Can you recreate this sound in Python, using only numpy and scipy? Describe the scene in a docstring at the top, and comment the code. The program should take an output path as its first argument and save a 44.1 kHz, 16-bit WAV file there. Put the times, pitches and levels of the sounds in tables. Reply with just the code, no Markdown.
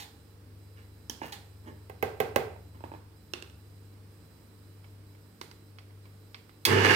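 """A quiet tiled kitchen, heard by a phone with two ports, over a humming fridge, a low drone and a wash of air.
A spoon scrapes, ticks and knocks a plastic lid clean while lentils tumble; the lid clatters onto a steel jar.
A bangle clinks, a knob ticks and the pressed lid creaks, then a switch snaps and the grinder buzzes,
shakes and rattles up to speed as lentils crack. Struck things are resonant modes rung by sharp, chattering
contacts; hums are sines; air and the room's tail are shaped noise."""
import sys
import numpy as np
from scipy import signal
from scipy.fft import rfft, irfft
from scipy.io import wavfile
from scipy.ndimage import uniform_filter1d

SR = 44100
rng = np.random.default_rng(int(sys.argv[2]) if len(sys.argv) > 2 else 0)


def log_audio(samples):
    """Write samples as a 16-bit WAV file to the path given in sys.argv[1]."""
    # one column per channel
    frames = np.atleast_2d(samples).T
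    # limit to full scale, then quantise
    limited = np.clip(frames, -1, 1)
    pcm = np.round(limited * 32767).astype(np.int16)
    wavfile.write(sys.argv[1], SR, pcm)


N = 306495
T = np.arange(N) / SR  # s
MAINS_HZ = 49.875


def amp(db):
    """Decibels to linear gain."""
    return 10 ** (np.asarray(db, float) / 20)


def unit(x):
    """Scale a sound to an rms of one."""
    return x / np.sqrt(np.mean(x ** 2))


def sine(hz, db, t):
    """A steady tone with its level as rms."""
    return np.sqrt(2) * amp(db) * np.sin(2 * np.pi * hz * t)


def on_hz(table, size):
    """Read a (Hz, value) table at every bin of a transform, along log frequency."""
    hz, value = np.transpose(table)
    return np.interp(np.log(np.fft.rfftfreq(size, 1 / SR) + 1), np.log(hz), value)


def tilted(db, hz, tilt_db):
    """Gain of a mode after a brightness tilt in dB per octave about 1 kHz."""
    return amp(db + tilt_db * np.log2(hz / 1000))


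def ring(x, modes, tilt_db=0):
    """Each mode is a two-pole resonance, with neighbours in opposite polarity."""
    out = 0
    for k, (hz, width, db) in enumerate(modes):
        mode = signal.lfilter(*signal.iirpeak(hz, hz / width, SR), x) * np.sqrt(SR / width)
        out = out + (-1) ** k * tilted(db, hz, tilt_db) * mode
    return out


def walk(rate):
    """A gentle wander: random levels held 1 / rate s and slewed."""
    k = int(SR / rate)
    held = np.repeat(rng.standard_normal(N // k + 1), k)
    return 0.49 * uniform_filter1d(held, k)[:N]


def grains(rate, spread_db):
    """Dense random knocks, rate per second, of uneven but bounded size."""
    timing, polarity, size = rng.random((3, N))
    size_db = spread_db * np.minimum(-np.log(1 - size), 3.5)
    return (timing < rate / SR) * np.sign(polarity - .5) * amp(size_db)


def blurred(modes, tilt_db, size):
    """One causal pulse whose power is the sum of widened modes, as the walls hear a thing from all sides."""
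    spread = 1.6  # times each mode's own width
    f, power = np.fft.rfftfreq(size, 1 / SR) + 1, 0
    for hz, width, db in modes:
        peak = 1 / (1 + ((f ** 2 - hz ** 2) / (f * min(spread * width, hz))) ** 2)
        power = power + tilted(db, hz, tilt_db) ** 2 * peak / peak.mean() * size
    # folding the cepstrum forward puts the energy as early as it can be
    cepstrum = irfft(np.log(power) / 2, size)
    cepstrum[1:size // 2] *= 2
    cepstrum[size // 2 + 1:] = 0
    return irfft(np.exp(rfft(cepstrum)), size)


def blows(events, modes, left_lean_db, bright_db, chatter_ms, chatter, room_db, brighter_per_db=0):
    """A sharp contact and its short chatter ring the modes; returns left, right and what the walls hear.

    bright_db is the tilt per octave of a -30 dB blow; brighter_per_db adds to it for each dB above that."""
    size = 8192
    out, t = np.zeros((3, N + size)), np.arange(size) / SR
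    for s, db in events:
        tilt_db = bright_db + brighter_per_db * (db + 30)
        push = chatter * rng.standard_normal(size) * np.exp(-t * 1000 / chatter_ms)
        push[0] = 1
        hit = 0
        for k, (hz, width, mode_db) in enumerate(modes):
            # every mode takes its share of the blow, whatever the chatter
            mode = unit(ring(push, [(hz, width, mode_db)]))
            hit = hit + (-1) ** k * tilted(mode_db, hz, tilt_db) * mode
        pulse = blurred(modes, tilt_db, size)
        heard = np.array([amp(left_lean_db / 2) * hit, amp(-left_lean_db / 2) * hit, amp(room_db) * pulse])
        start = int(s * SR)
        # sharp modes peak lower than the blurred pulse of equal energy
        out[:, start:start + size] += amp(db) * 2.51 * heard / np.abs(pulse).max()
    return out[:, :N]


# How alike diffuse sound is at the two ports. Each row: frequency in Hz, likeness from 0 to 1.
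ALIKE = [(60, 0.95), (130, 0.89), (290, 0.78), (640, 0.49), (1400, 0.033), (3000, 0.0082)]


def diffuse(size):
    """Noise at two ports: alike in the bass, unrelated in the treble."""
    alike = on_hz(ALIKE, size)
    mid, side = rfft(rng.standard_normal((2, size)))
    mid, side = mid * np.sqrt((1 + alike) / 2), side * np.sqrt((1 - alike) / 2)
    return irfft(np.array([mid + side, mid - side]), size)


# Colour of the air. Each row: frequency in Hz, relative level in dB per Hz.
AIR = [(15, -46), (28, -26), (40, -16.5), (74, -7), (105, -14), (197, -10.5), (445, -16.5), (706, -26.5),
       (878, -25), (3510, -34), (5130, -32.5), (6380, -42.5), (8830, -35), (10400, -41), (14400, -36),
       (16500, -41.5)]


def air():
    """The wash of the house and the street: diffuse noise, coloured, its level gently wandering."""
    wash = irfft(rfft(diffuse(N)) * amp(on_hz(AIR, N)), N)
    return unit(wash) * amp(-58.5 + 0.69 * walk(0.825))


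# Swells and fades of the low drone. Each row: time in seconds, level in dB.
DRONE_SWELLS = [(0, -63), (1.3, -58), (2, -57), (2.7, -54), (3.2, -61), (3.5, -55.5), (3.85, -67),
                (4.2, -63), (5, -76), (6.95, -82)]


def drone():
    """A low tone of wavering pitch swells and fades."""
    s, db = np.transpose(DRONE_SWELLS)
    hz = 77 + 3.37 * walk(8.6)
    turn = 2 * np.pi * np.cumsum(hz) / SR
    return np.sqrt(2) * amp(np.interp(T, s, db)) * np.sin(turn)


# Fridge hum locked to the mains. Each row: multiple of the mains, level in dB.
FRIDGE_MAINS = [(2, -54), (4, -100), (6, -70)]
# Fridge hum locked to the shaft. Each row: multiple of the shaft's turning rate, level in dB.
FRIDGE_SHAFT = [(2, -60.5), (3, -69.5), (9, -72.5), (11, -85.5)]


def fridge():
    """The compressor shaft slips behind the mains, so the hums beat about once a second."""
    shaft_hz, in_step_s = 49.402, 3.85
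    t = T - in_step_s
    mains = sum(sine(k * MAINS_HZ, db, t) for k, db in FRIDGE_MAINS)
    shaft = sum(sine(k * shaft_hz, db, t) for k, db in FRIDGE_SHAFT)
    return mains + shaft


# Tail of the tiled room. Each row: band centre in Hz, time to fall 60 dB in seconds, level in dB.
KITCHEN = [(59, 0.19, 5), (125, 0.93, 4), (242, 0.25, 1.5), (500, 0.51, 0), (1000, 0.49, -3),
           (1930, 0.49, -5), (3700, 0.4, -3.5), (7440, 0.41, -8.5), (14900, 0.3, -4.5)]


def kitchen(x):
    """Tiled walls return a diffuse tail; each octave dies at its own pace."""
    size = SR
    t, tail = np.arange(size) / SR, 0
    for hz, t60, db in KITCHEN:
        edges = [hz / np.sqrt(2), hz * np.sqrt(2)]
        octave = signal.butter(2, edges, "band", fs=SR, output="sos")
        band = signal.sosfilt(octave, diffuse(size))
        tail = tail + amp(db - 60 * t / t60) * band * np.sqrt(2 * np.log(1000) / (t60 * SR))
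    tail = tail * np.clip((t - .004) / 0.0011, 0, 1)  # the first walls are a few ms away
    return signal.fftconvolve(x[None], tail, axes=1)[:, :N]


# Contacts that ring the rim: a clatter already ringing as the scene opens, then a spoon scrape. Each row: start
# in seconds, level in dB.
RIM_CONTACTS = [(0.0, -24.5), (0.021, -28), (1.322, -22.5)]
# Modes of the rim. Each row: frequency in Hz, width in Hz, level in dB.
RIM = [(830, 41, 5.5), (1850, 179.5, 3), (2720, 920, 4), (3560, 340, 4.5), (4260, 450, 3.5),
       (7000, 1496, 2.5), (10000, 8600, 0.5), (14600, 3000, -3)]


def rim_contacts():
    """Long, strong chatter rings the rim."""
    return blows(RIM_CONTACTS, RIM, left_lean_db=0.66, bright_db=1,
                 chatter_ms=16, chatter=0.88, room_db=1.4)


# Spoon or lid dragged over lentils and rim.
# Each row: loudest moment in seconds, level in dB, brightness in dB per octave.
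STIRS = [(.785, -56.5, 2.5), (1.236, -46, 5), (1.265, -54, 18), (1.677, -45, -4), (2.755, -54.5, -3.5)]
# Modes of the steel jar. Each row: frequency in Hz, width in Hz, level in dB.
JAR = [(283, 92, 3.5), (720, 230, -4.5), (850, 118, 1.5), (1130, 400, 0.5), (1703, 186, 3),
       (2260, 390, -1.5), (2856, 166, -2.5), (3470, 500, -9), (4420, 2000, -8), (6620, 5200, -28),
       (9900, 7900, -28), (14000, 16000, -27.5)]


def stirring():
    """Lentils tumble against the jar: a quick swell, a slower fade."""
    rise_db_s, fall_db_s = 600, 302
    lentils, out = grains(900., 2.6), 0
    for s, db, tilt_db in STIRS:
        fade_db = np.maximum(rise_db_s * (s - T), fall_db_s * (T - s))
        out = out + amp(db - fade_db) * unit(ring(lentils, JAR, tilt_db))
    return out


# Spoon ticks. Each row: start in seconds, level in dB.
SPOON_TICKS = [(1.097, -19)]
# Modes of the spoon. Each row: frequency in Hz, width in Hz, level in dB.
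SPOON = [(233, 53, -3.5), (890, 100, -5.5), (1690, 120, -7), (3180, 200, -0.5), (4300, 2300, -7),
         (5350, 580, 2.5), (6440, 620, -1), (10500, 2700, -5), (14500, 3000, -4.5)]


def spoon_ticks():
    """A short contact rings the spoon itself."""
    return blows(SPOON_TICKS, SPOON, left_lean_db=-3.9, bright_db=.1,
                 chatter_ms=2.3, chatter=0.29, room_db=-0.72)


# Lid clatter. Each row: start in seconds, level in dB.
LID_CLATTER = [(1.217, -26.5), (1.234, -39), (1.243, -34.5), (1.255, -42), (2.562, -42.5), (2.806, -42.5),
               (2.839, -30.5), (2.917, -34.5), (2.938, -36.5), (2.948, -39.5)]
# Modes of the lid on the jar. Each row: frequency in Hz, width in Hz, level in dB.
LID_ON_JAR = [(165, 350, -4), (316, 65, 0), (560, 230, -4.5), (900, 93, 0.5), (1660, 77, -14),
              (2500, 230, -17)]


def lid_clatter():
    """Clean contacts with little chatter ring the lid against the jar."""
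    return blows(LID_CLATTER, LID_ON_JAR, left_lean_db=-2.1, bright_db=0.76,
                 chatter_ms=3.2, chatter=0.077, room_db=-3.7)


# Jar taps. Each row: start in seconds, level in dB.
JAR_TAPS = [(1.334, -36)]


def jar_taps():
    """A faint, short contact rings the jar."""
    return blows(JAR_TAPS, JAR, left_lean_db=-1.5, bright_db=1.2,
                 chatter_ms=2, chatter=0.13, room_db=-1.1)


# Spoon knocks. Each row: start in seconds, level in dB.
SPOON_KNOCKS = [(1.897, -34), (2.026, -15), (2.202, -13.5), (2.36, -11)]
# Modes of the lid held in the hand. Each row: frequency in Hz, width in Hz, level in dB.
LID_HELD = [(98, 13, -5.5), (230, 42, -13), (430, 48, 3), (630, 193, -4.5), (778, 58, -2.5),
            (1090, 450, -12.5), (1566, 25, -15.5), (2018, 78, -13.5), (2540, 240, -15.5), (3550, 3000, -30),
            (5030, 390, -54), (7000, 2600, -41), (9150, 1400, -58), (14040, 3400, -25.5)]


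def spoon_knocks():
    """The spoon strikes the hand-held plastic lid, which rings low."""
    return blows(SPOON_KNOCKS, LID_HELD, left_lean_db=-4, bright_db=2.67,
                 chatter_ms=4.2, chatter=0.28, room_db=-2.6)


# Bangle clinks. Each row: start in seconds, level in dB.
BANGLE_CLINKS = [(3.336, -20.5), (3.424, -31), (3.473, -49), (3.498, -47)]
# Modes of the bangle. Each row: frequency in Hz, width in Hz, level in dB.
BANGLE = [(354, 43, 0.5), (936, 430, -3.5), (1490, 390, -1), (2725, 110, 3.5), (3570, 150, -1.5),
          (4330, 210, -5), (5540, 760, -3.5), (8200, 710, -11), (11800, 1100, -16), (14500, 2000, -34)]


def bangle_clinks():
    """Very brief contacts ring the bangle."""
    return blows(BANGLE_CLINKS, BANGLE, left_lean_db=-4, bright_db=.1,
                 chatter_ms=1.2, chatter=0.31, room_db=-2)


# Knob ticks. Each row: start in seconds, level in dB.
KNOB_TICKS = [(4.843, -45.5), (5.149, -50.5), (5.786, -38), (5.907, -52), (6.055, -45.5), (6.345, -32),
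              (6.494, -45.5)]
# Modes of the knob. Each row: frequency in Hz, width in Hz, level in dB.
KNOB = [(600, 360, -25), (990, 430, -5), (2280, 300, -1.5), (2710, 48, -9.5), (3190, 350, -5.5),
        (4570, 230, -7.5), (5420, 240, -13), (8800, 180, -28)]


def knob_ticks():
    """Small contacts ring the knob, brighter when harder."""
    return blows(KNOB_TICKS, KNOB, left_lean_db=-1.5, bright_db=2.1, brighter_per_db=0.41,
                 chatter_ms=5.2, chatter=0.16, room_db=-2.7)


# Lid creaks. Each row: start in seconds, level in dB.
LID_CREAKS = [(5.413, -22), (5.513, -34)]
# Modes of the pressed lid. Each row: frequency in Hz, width in Hz, level in dB.
LID_PRESSED = [(352, 60, -2), (667, 250, -27), (915, 120, -2), (1490, 330, -4), (2080, 240, -2),
               (3000, 520, -6.5), (4140, 1000, 1), (5940, 4800, -0.5), (8800, 5400, -4), (12800, 3000, -25)]


def lid_creaks():
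    """Strong chatter rings the broad modes of the pressed lid."""
    return blows(LID_CREAKS, LID_PRESSED, left_lean_db=-2.7, bright_db=.1,
                 chatter_ms=2.8, chatter=0.65, room_db=-3.6)


# Switch snap. Each row: start in seconds, level in dB.
SWITCH_SNAP = [(6.652, -3), (6.664, -28)]
# Modes of the switch. Each row: frequency in Hz, width in Hz, level in dB.
SWITCH = [(1030, 330, -17), (2200, 250, -6), (2660, 28, -10.5), (3370, 230, -4.5), (4740, 430, -3),
          (6260, 1300, -8), (8300, 1050, -7), (11000, 1300, -7.5), (14900, 1500, -7.5)]


def switch_snap():
    """A hard contact and a fainter one ring the switch."""
    return blows(SWITCH_SNAP, SWITCH, left_lean_db=.1, bright_db=-.9,
                 chatter_ms=9.2, chatter=0.12, room_db=-0.26)


# Lentil cracks. Each row: start in seconds, level in dB.
LENTIL_CRACKS = [(6.848, -10), (6.885, -24)]


def lentil_cracks():
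    """Single sharp cracks ring the jar above the rattle."""
    return blows(LENTIL_CRACKS, JAR, left_lean_db=1.1, bright_db=1.5,
                 chatter_ms=1.2, chatter=0.13, room_db=-0.94)


ON_S = np.maximum(T - 6.655, 0)  # seconds since the grinder was switched on


def run_up(level_db, rise_s, drift_db_per_s):
    """A grinder layer rises from the switch-on and then drifts in level."""
    return amp(level_db + drift_db_per_s * ON_S) * (1 - np.exp(-(ON_S / rise_s) ** 2))


def bump(at_s, width_s):
    """A smooth hump that reaches one at its centre."""
    return np.exp(-((T - at_s) / width_s) ** 2)


# Harmonics of the motor. Each row: multiple of twice the mains, relative level in dB.
BUZZ = [(1, 4.5), (2, -8), (3, -11), (4, -3.5)]


def motor_buzz():
    """Torque pulses at twice the mains make a harmonic buzz."""
    buzz = sum(sine(k * 2 * MAINS_HZ, db, T) for k, db in BUZZ)
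    return run_up(-27, 0.066, -43) * buzz


# Modes of the grinder's base. Each row: frequency in Hz, width in Hz, level in dB.
BASE = [(160, 150, -10), (264, 150, -6.5), (348.6, 52, -3.5), (445, 104, 0.5), (501, 60, -2.5)]


def base_shake(lentils, surge_db):
    """Throbbing knocks ring the base, which shudders hardest while the motor gathers speed."""
    shudder_db = 5.5 * bump(6.715, 0.026)
    swell = amp(0.92 * surge_db + shudder_db)
    return run_up(-33.5, 0.0095, 0.) * swell * unit(ring(lentils, BASE))


def jar_rattle(lentils, surge_db):
    """Lentils strike the jar, brighter as the blades speed up; each port faces its own side of it."""
    tilt_db = -0.5 + 14 * ON_S  # per octave
    sides = [lentils + 1.85 * grains(2500., 2.6) for _ in range(2)]
    left, right = (ring(x, JAR, tilt_db) / np.std(ring(x, JAR)) for x in sides)
    heard = np.array([amp(-3.0) * left, right, (left + right) / 2])
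    return run_up(-28, 0.014, 15.5) * amp(surge_db) * heard


# The blades bite into the heap. Each row: loudest moment in seconds, lift in dB.
SURGES = [(6.726, 4.5), (6.772, 2), (6.853, 4.5), (6.909, 3.5)]


def grinder():
    """Torque pulses throb the lentil knocks on jar and base; returns their left, right and wall sound."""
    surge_db = sum(db * bump(s, 0.013) for s, db in SURGES)
    throb = 1 + 0.41 * np.cos(4 * np.pi * MAINS_HZ * T)
    lentils = grains(2500., 3.45) * throb
    return jar_rattle(lentils, surge_db) + base_shake(lentils, surge_db)


def scene():
    """Near sounds reach the right port first, then the room answers."""
    near = rim_contacts() + stirring() + spoon_ticks() + lid_clatter() + jar_taps() + spoon_knocks()
    near = near + bangle_clinks() + knob_ticks() + lid_creaks() + switch_snap()
    near = near + lentil_cracks() + grinder()
    left_lag = 14  # samples
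    direct = np.array([np.pad(near[0], (left_lag, 0))[:N], near[1]])
    return direct + kitchen(near[2]) + motor_buzz() + fridge() + drone() + air()


# Thin tones of the electronics. Each row: frequency in Hz, level in dB before flicker and port balance.
WHINE = [(4000, -76), (5000, -79), (7000, -84), (8000, -79), (9000, -80), (11000, -88), (12000, -86),
         (13000, -88), (14000, -77)]
# Spans in which the thin tones are silent. Each row: from in seconds, to in seconds.
WHINE_SILENT_SPANS = [(.35, .57), (3.0, 3.15), (3.95, 4.1), (4.95, 5.06), (5.72, 6.02)]


def electronic_whine():
    """High thin tones, each flickering by itself, with shared silent spans."""
    whine = 0
    for hz, db in WHINE:
        flicker_db = 4 * np.tanh(3 * walk(60.))
        whine = whine + sine(hz, db + flicker_db, T)
    for start, stop in WHINE_SILENT_SPANS:
        whine = whine * np.clip(np.maximum(start - T, T - stop) / .01, 0, 1)  # 10 ms fades
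    return whine


# Colour of the two ports. Each row: frequency in Hz, left minus right in dB.
PORTS = [(60, 3), (110, 1), (200, -1), (380, -3), (700, -4), (1000, -6), (1550, -7.5), (2400, -3.5),
         (4400, -5.5), (8100, -9), (15000, -4)]


def record(dry):
    """The two ports colour the sound apart; the electronics add hiss and a whine, mostly on the right."""
    lean = amp(np.array([[.5], [-.5]]) * on_hz(PORTS, N))
    whine = amp(np.array([[-11.], [.1]])) * electronic_whine()  # left, right
    hiss = amp(-80.) * rng.standard_normal((2, N))
    wet = irfft(rfft(dry) * lean, N) + whine + hiss
    top_hz = 15800
    return signal.sosfilt(signal.ellip(10, .2, 70, top_hz, fs=SR, output="sos"), wet)


dry = scene()
out = record(dry)
log_audio(out)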